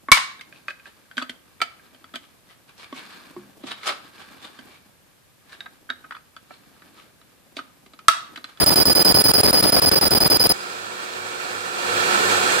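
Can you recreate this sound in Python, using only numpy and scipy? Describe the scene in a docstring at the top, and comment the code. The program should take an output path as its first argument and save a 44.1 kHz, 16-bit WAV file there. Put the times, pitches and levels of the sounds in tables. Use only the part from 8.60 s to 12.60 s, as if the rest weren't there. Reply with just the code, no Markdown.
"""A pulsed laser sweeps to and fro over rusty steel bars in a workshop, then is switched off.
Each sweep is a burst of plasma pops, a harmonic pulse train near 5 kHz pitched down and up in turn;
with it come lumpy rumble, hiss and clicks of the overloaded microphone, and the pops ring in a hall.
Fans (noise through duct resonances) and a machine (wavering sines) run behind;
the level at which they are heard rises after the laser stops."""
import sys
import numpy as np
from scipy import signal
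from scipy.fft import rfft, irfft
from scipy.io import wavfile
from scipy.ndimage import uniform_filter1d

SR = 44100
rng = np.random.default_rng(int(sys.argv[2]) if len(sys.argv) > 2 else 0)


def persist_wave(psi):
    """Save psi, clipped to +-1, as 16-bit WAV."""
    counts = np.round(np.clip(psi, -1, 1) * 32767).astype(np.int16)
    wavfile.write(sys.argv[1], SR, np.atleast_2d(counts).T)


N = 176400

PULSE_HZ, DOPPLER_HZ, BEND_HZ = 4960, 22, 1.5   # bend: fall over one sweep
TURN_HZ, TURN_S, STRAY_HZ = 55, .002, 4   # extra shift at one end of the stripe; rms random stray
ATTACK_S, RELEASE_S = .001, .003
ROUGH_HZ, ROUGH_TOP_HZ, FADE_DB = 200, 900, 1.2   # two low-pass corners; rms fading
CLICKS_PER_S, CLICK_SHARE = 700, .8   # share: rms against the steady noise
LUMP_HZ, LUMP_DB = 131, 4
HALL_DB, HALL_T60_S = -19.5, 1.0
EARLY_GAIN, EARLY_T60_S = 2.5, .05
PATCHY_HZ, PATCHY_DB = 7.64, 0.64
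HUM_RIGHT_DB = -6.5
CEILING, CUTOFF_HZ = .9, 15780


def from_db(db):
    """Amplitude factor of a level in dB."""
    return 10 ** (np.asarray(db) / 20)


def rms_one(x):
    """Scale the whole array to an rms of 1."""
    return x / np.sqrt(np.mean(x ** 2) + 1e-20)


def in_time(rows):
    """Columns of a table, interpolated over its first column in seconds."""
    s, *columns = np.transpose(rows)
    return [np.interp(np.arange(N) / SR, s, c) for c in columns]


def at_hz(points, hz):
    """Curve through (Hz, value) points, linear in log frequency."""
    point_hz, value = np.array(points).T
    return np.interp(np.log(hz), np.log(point_hz), value)


def bins_hz():
    """Frequencies of the spectrum's bins, at least 1 Hz."""
    return np.maximum(np.arange(N // 2 + 1) * SR / N, 1)


def wander(hz, count):
    """Rows of noise through a one-pole low-pass; rms 1."""
    r = np.exp(-2 * np.pi * hz / SR)
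    return rms_one(signal.lfilter([1], [1, -r], rng.standard_normal((count, N))))


def sweeps():
    """Beam motion per sample: gate, pitch shift in Hz, place on the stripe (0 to 1), levels in dB."""
    # Each row: start in seconds, length in seconds, tone level in dB, rumble level in dB.
    sweep_rows = [(0, 0.044, -16, -17), (0.0617, 0.036, -13, -17.5), (0.1032, 0.041, -16, -18.5),
                  (0.158, 0.038, -13, -16), (0.1996, 0.034, -14.5, -17.5), (0.2545, 0.037, -13.5, -19.5),
                  (0.2959, 0.038, -14, -18), (0.3508, 0.037, -13.5, -17.5), (0.392, 0.037, -13.5, -16.5),
                  (0.4474, 0.039, -13, -17), (0.4884, 0.037, -12.5, -19), (0.5436, 0.037, -13.5, -17),
                  (0.5847, 0.037, -13.5, -17), (0.6398, 0.037, -13.5, -18), (0.681, 0.037, -14, -15.5),
                  (0.7364, 0.037, -13.5, -18.5), (0.7777, 0.036, -14.5, -18.5), (0.8326, 0.037, -15, -17),
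                  (0.8742, 0.037, -15.5, -17.5), (0.929, 0.039, -15.5, -19), (0.9704, 0.041, -14.5, -18.5),
                  (1.0255, 0.037, -16, -16.5), (1.0666, 0.037, -15.5, -17.5), (1.1219, 0.037, -15, -17.5),
                  (1.1629, 0.036, -15.5, -16.5), (1.2181, 0.035, -17.0, -16), (1.2592, 0.035, -14, -17.5),
                  (1.3145, 0.034, -17.0, -18), (1.3555, 0.034, -15, -19), (1.4113, 0.036, -16.0, -17.5),
                  (1.4518, 0.032, -15.5, -16), (1.5072, 0.035, -16, -17.5), (1.5481, 0.038, -15.5, -18.0),
                  (1.6039, 0.035, -15.5, -18), (1.6448, 0.035, -16, -17), (1.7002, 0.038, -14, -16.5),
                  (1.7412, 0.032, -15, -18), (1.7963, 0.037, -15.5, -18), (1.8373, 0.035, -15, -16.5),
                  (1.8928, 0.032, -13.5, -20)]
    t = np.arange(N) / SR
    gate, shift_hz, place, tone_db, rumble_db = np.zeros((5, N))
    for k, (start_s, length_s, tone, rumble) in enumerate(sweep_rows):
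        first = max(int((start_s - .002) * SR), 0)
        i = slice(first, int((start_s + length_s + .003) * SR))
        since_s, left_s = t[i] - start_s, start_s + length_s - t[i]
        gate[i] = np.clip(np.minimum(since_s / ATTACK_S, left_s / RELEASE_S) + .5, 0, 1)
        # starts high on leaving place 0, sags on arriving back there
        if k % 2:
            direction, turn_hz = 1, TURN_HZ * np.exp(-since_s / TURN_S)
            place[i] = since_s / length_s
        else:
            direction, turn_hz = -1, -TURN_HZ * np.exp(-left_s / TURN_S)
            place[i] = left_s / length_s
        bend_hz = BEND_HZ * (since_s / length_s - .5)
        shift_hz[i] = DOPPLER_HZ * direction - bend_hz + turn_hz
        tone_db[i], rumble_db[i] = tone, rumble
    stray_hz = STRAY_HZ * rms_one(uniform_filter1d(wander(30, count=1)[0], size=300))
    return gate, shift_hz + stray_hz, place, tone_db, rumble_db


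def flutter():
    """Complex noise for two ears through two one-pole low-passes, so it falls off steeply; rms 1."""
    r = np.exp(-2 * np.pi * ROUGH_TOP_HZ / SR)
    re, im = (rms_one(signal.lfilter([1], [1, -r], wander(ROUGH_HZ, count=2))) for _ in range(2))
    return (re + 1j * im) * np.sqrt(.5)


def pops(gate, shift_hz, place, tone_db):
    """Pulse train as three harmonics, each roughened in height and timing on its way to each ear."""
    # Harmonics against the tone as the stripe creeps along. Each row: time in seconds, then
    # 1st left, 2nd left, 2nd right, 3rd left, 3rd right in dB (1st right is 0 dB).
    overtones = [(0, -5.5, -6, -8, -6, -10), (.5, -6, -7, -8, -8, -12), (1, -4, -5, -8, -10, -12),
                 (1.4, -4, -6, -10, -9, -8), (1.95, -3, -5, -11, -8.5, -9.5)]
    # Unevenness of the pops. Each row, for harmonics 1 to 3: left share, right share.
    rough_shares = [(.38, .2), (.62, .45), (.65, .55)]
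    # Phase by which the left ear trails. Each row, for harmonics 1 to 3: at place 0, at place 1 in radians.
    left_trail = [(1.2, 3.3), (0.0, 3.2), (.5, 5.0)]
    # Faint side tones. Each row: frequency in Hz, multiple of the pitch shift, left in dB, right in dB.
    side_tones = [(3130, -1, -22, -36), (6000, 1, -34, -32), (10980, 3, -26, -24), (12000, 1, -31, -32),
                  (13120, -1, -24, -36), (15700, 1, -22, -28)]
    t = np.arange(N) / SR
    slip = np.cumsum(shift_hz) / SR   # cycles
    out = np.zeros((2, N))
    first, *upper = in_time(overtones)
    levels = [(first, 0 * first), upper[:2], upper[2:]]
    for k, (db, rough, (trail_0, trail_1)) in enumerate(zip(levels, rough_shares, left_trail)):
        share = np.clip(rough, 0, 1)[:, None]
        uneven = np.sqrt(1 - share ** 2) + share * flutter()
        db = db + FADE_DB * rms_one(uniform_filter1d(wander(25, count=2), size=200))
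        trail = (trail_0 + (trail_1 - trail_0) * place) * [[1], [0]]
        phase = 2 * np.pi * (k + 1) * (PULSE_HZ * t + slip) - trail
        out += from_db(db) * np.real(uneven * np.exp(1j * phase))
    for hz, follows, *db in side_tones:
        tone = np.cos(2 * np.pi * (hz * t + follows * slip))
        out += from_db(db)[:, None] * wander(27, count=2) * tone
    return np.sqrt(2) * gate * from_db(tone_db) * out


def hall(x):
    """Diffuse tail: a dying noise for each ear, with strong first echoes."""
    t = np.arange(SR) / SR
    decay = from_db(-60 * t / HALL_T60_S) + EARLY_GAIN * from_db(-60 * t / EARLY_T60_S)
    tail = rng.standard_normal((2, SR)) * decay * (t > .003)
    tail = signal.lfilter([1], [1, -.8], tail)   # walls dull it
    tail = rms_one(tail) / np.sqrt(SR)   # unit energy
    return from_db(HALL_DB) * signal.fftconvolve(x, tail, axes=1)[:, :N]


def overload_noise(gate, rumble_db):
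    """Overloaded microphone in each sweep: lumpy coloured noise and clicks, unrelated in the two ears."""
    # Spectrum of rumble and hiss. Each row: frequency in Hz, relative density in dB.
    overload_colour = [(25, -39), (60, -1.5), (120, 0.5), (300, 5.5), (700, 1.5), (1500, -6), (3000, -14),
                       (4600, -10.5), (5500, -26), (6700, -26.5), (8200, -20), (9400, -18), (11000, -14),
                       (12400, -20), (14000, -10), (15600, -27.5)]
    # Lift of the right ear. Each row: frequency in Hz, lift in dB.
    right_lift = [(60, 2), (300, -3), (1500, -4.5), (5000, -2), (9000, -6), (15000, 0)]
    hz = bins_hz()
    colour_db = at_hz(overload_colour, hz) + at_hz(right_lift, hz) * [[0], [1]]
    clicks = rng.standard_normal((2, N)) * (rng.random((2, N)) < CLICKS_PER_S / SR)
    grit = rng.standard_normal((2, N)) + CLICK_SHARE * rms_one(clicks)
    noise = irfft(rfft(grit) * from_db(colour_db), N)
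    lumps = from_db(LUMP_DB * rms_one(uniform_filter1d(wander(LUMP_HZ, count=2), size=40)))
    out = gate * from_db(rumble_db) * rms_one(noise * lumps)
    return signal.sosfilt(signal.butter(2, 40, "high", fs=SR, output="sos"), out)


def workshop():
    """Fan noise through duct resonances and a few wavering machine tones, under one level curve."""
    # Each row: time in seconds, level in dB, lift of the 6.5-9.5 kHz hiss in dB.
    workshop_level = [(0, -33.5, 6), (1, -34, 1), (1.9, -32, 0), (2.05, -31.5, -0.5), (2.45, -31, -1),
                      (2.7, -28.5, -0.5), (3.1, -28.5, 0), (3.25, -22.5, 0), (3.4, -19, -1),
                      (3.55, -17.5, 0), (3.75, -17, 0.5), (4, -17.5, 2)]
    # Fan spectrum. Each row: frequency in Hz, relative density in dB.
    fan_colour = [(15, -67), (25, -47), (64, -33), (92, -28), (326, -10.5), (363, -5.5), (677, -11.5),
                  (1370, -5.5), (2050, -11), (2280, -11), (6560, -19), (7920, -20), (16000, -35.5)]
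    # Peaks and dips of housings and ducts. Each row: frequency in Hz, width in Hz, lift in dB.
    ducts = [(490, 90, 6), (735, 45, 6), (1335, 80, 7), (1410, 40, 4), (1530, 50, 5), (1780, 55, 7),
             (2060, 120, -7), (2315, 70, 6), (2465, 35, 6), (2756, 40, 6), (3050, 200, -4), (3293, 40, 8),
             (4250, 500, 4), (5700, 250, -4), (7140, 200, 3), (7870, 400, 6), (9800, 500, -5)]
    # Each row: frequency in Hz, left-right correlation.
    likeness = [(60, 1), (110, 1), (200, 0.99), (380, -0.36), (700, 0.39), (1290, -0.82), (2380, -0.28),
                (4400, 0.026), (8120, -0.32), (15000, 0.051)]
    # Each row: frequency in Hz, left minus right in dB.
    fan_pan = [(60, -16), (99, -2), (160, -13.5), (270, 0), (450, 1), (740, -4.0), (1220, -6), (2010, -6.5),
               (3330, -6), (5500, -1), (9080, -7), (15000, -1)]
    # Machine tones. Each row: frequency in Hz, level against the noise in dB, waver in dB,
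    # beats per second, time of a peak of the waver in seconds.
    hum_tones = [(100, -29, 6.0, 2.7, 2.25), (197, -27, 3.0, .7, 2.3), (363, -16.5, 1.0, 1.1, 2.5)]
    hz, t = bins_hz(), np.arange(N) / SR
    side = np.array([[1], [-1]])
    colour_db = at_hz(fan_colour, hz)
    for peak_hz, width_hz, lift_db in ducts:
        colour_db = colour_db + lift_db / (1 + ((hz - peak_hz) / width_hz * 2) ** 2)
    colour_db = colour_db + side * at_hz(fan_pan, hz) / 2
    alike = np.clip(at_hz(likeness, hz), -1, 1)
    mid, apart = rfft(rng.standard_normal((2, N)))
    spectrum = (np.sqrt(1 + alike) * mid + np.sqrt(1 - alike) * apart * side) * from_db(colour_db)
    level_db, treble_db = in_time(workshop_level)
    hiss = irfft(spectrum * (hz > 6500) * (hz < 9500), N)
    noise = rms_one(irfft(spectrum, N) + (from_db(treble_db) - 1) * hiss)
    patches = rms_one(uniform_filter1d(wander(PATCHY_HZ, count=1), size=800))
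    noise = noise * from_db(PATCHY_DB * patches)
    hum = np.zeros(N)
    for tone_hz, db, waver_db, beat_hz, peak_s in hum_tones:
        tone_db = db + waver_db * np.cos(2 * np.pi * beat_hz * (t - peak_s))
        hum += from_db(tone_db) * np.sqrt(2) * np.sin(2 * np.pi * tone_hz * t)
    return from_db(level_db) * (noise + hum * from_db([[0], [HUM_RIGHT_DB]]))


def scene():
    """Sum of pops, their hall, overload noise and workshop; the sweeps drive pops and overload."""
    gate, shift_hz, place, tone_db, rumble_db = sweeps()
    laser = pops(gate, shift_hz, place, tone_db)
    return laser + hall(laser) + overload_noise(gate, rumble_db) + workshop()


def record(dry):
    """Peaks are rounded by tanh, the top is cut by a steep elliptic low-pass."""
    rounded = CEILING * np.tanh(dry / CEILING)
    return signal.sosfilt(signal.ellip(12, .3, 80, CUTOFF_HZ, fs=SR, output="sos"), rounded)


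dry = scene()
out = record(dry)
persist_wave(out)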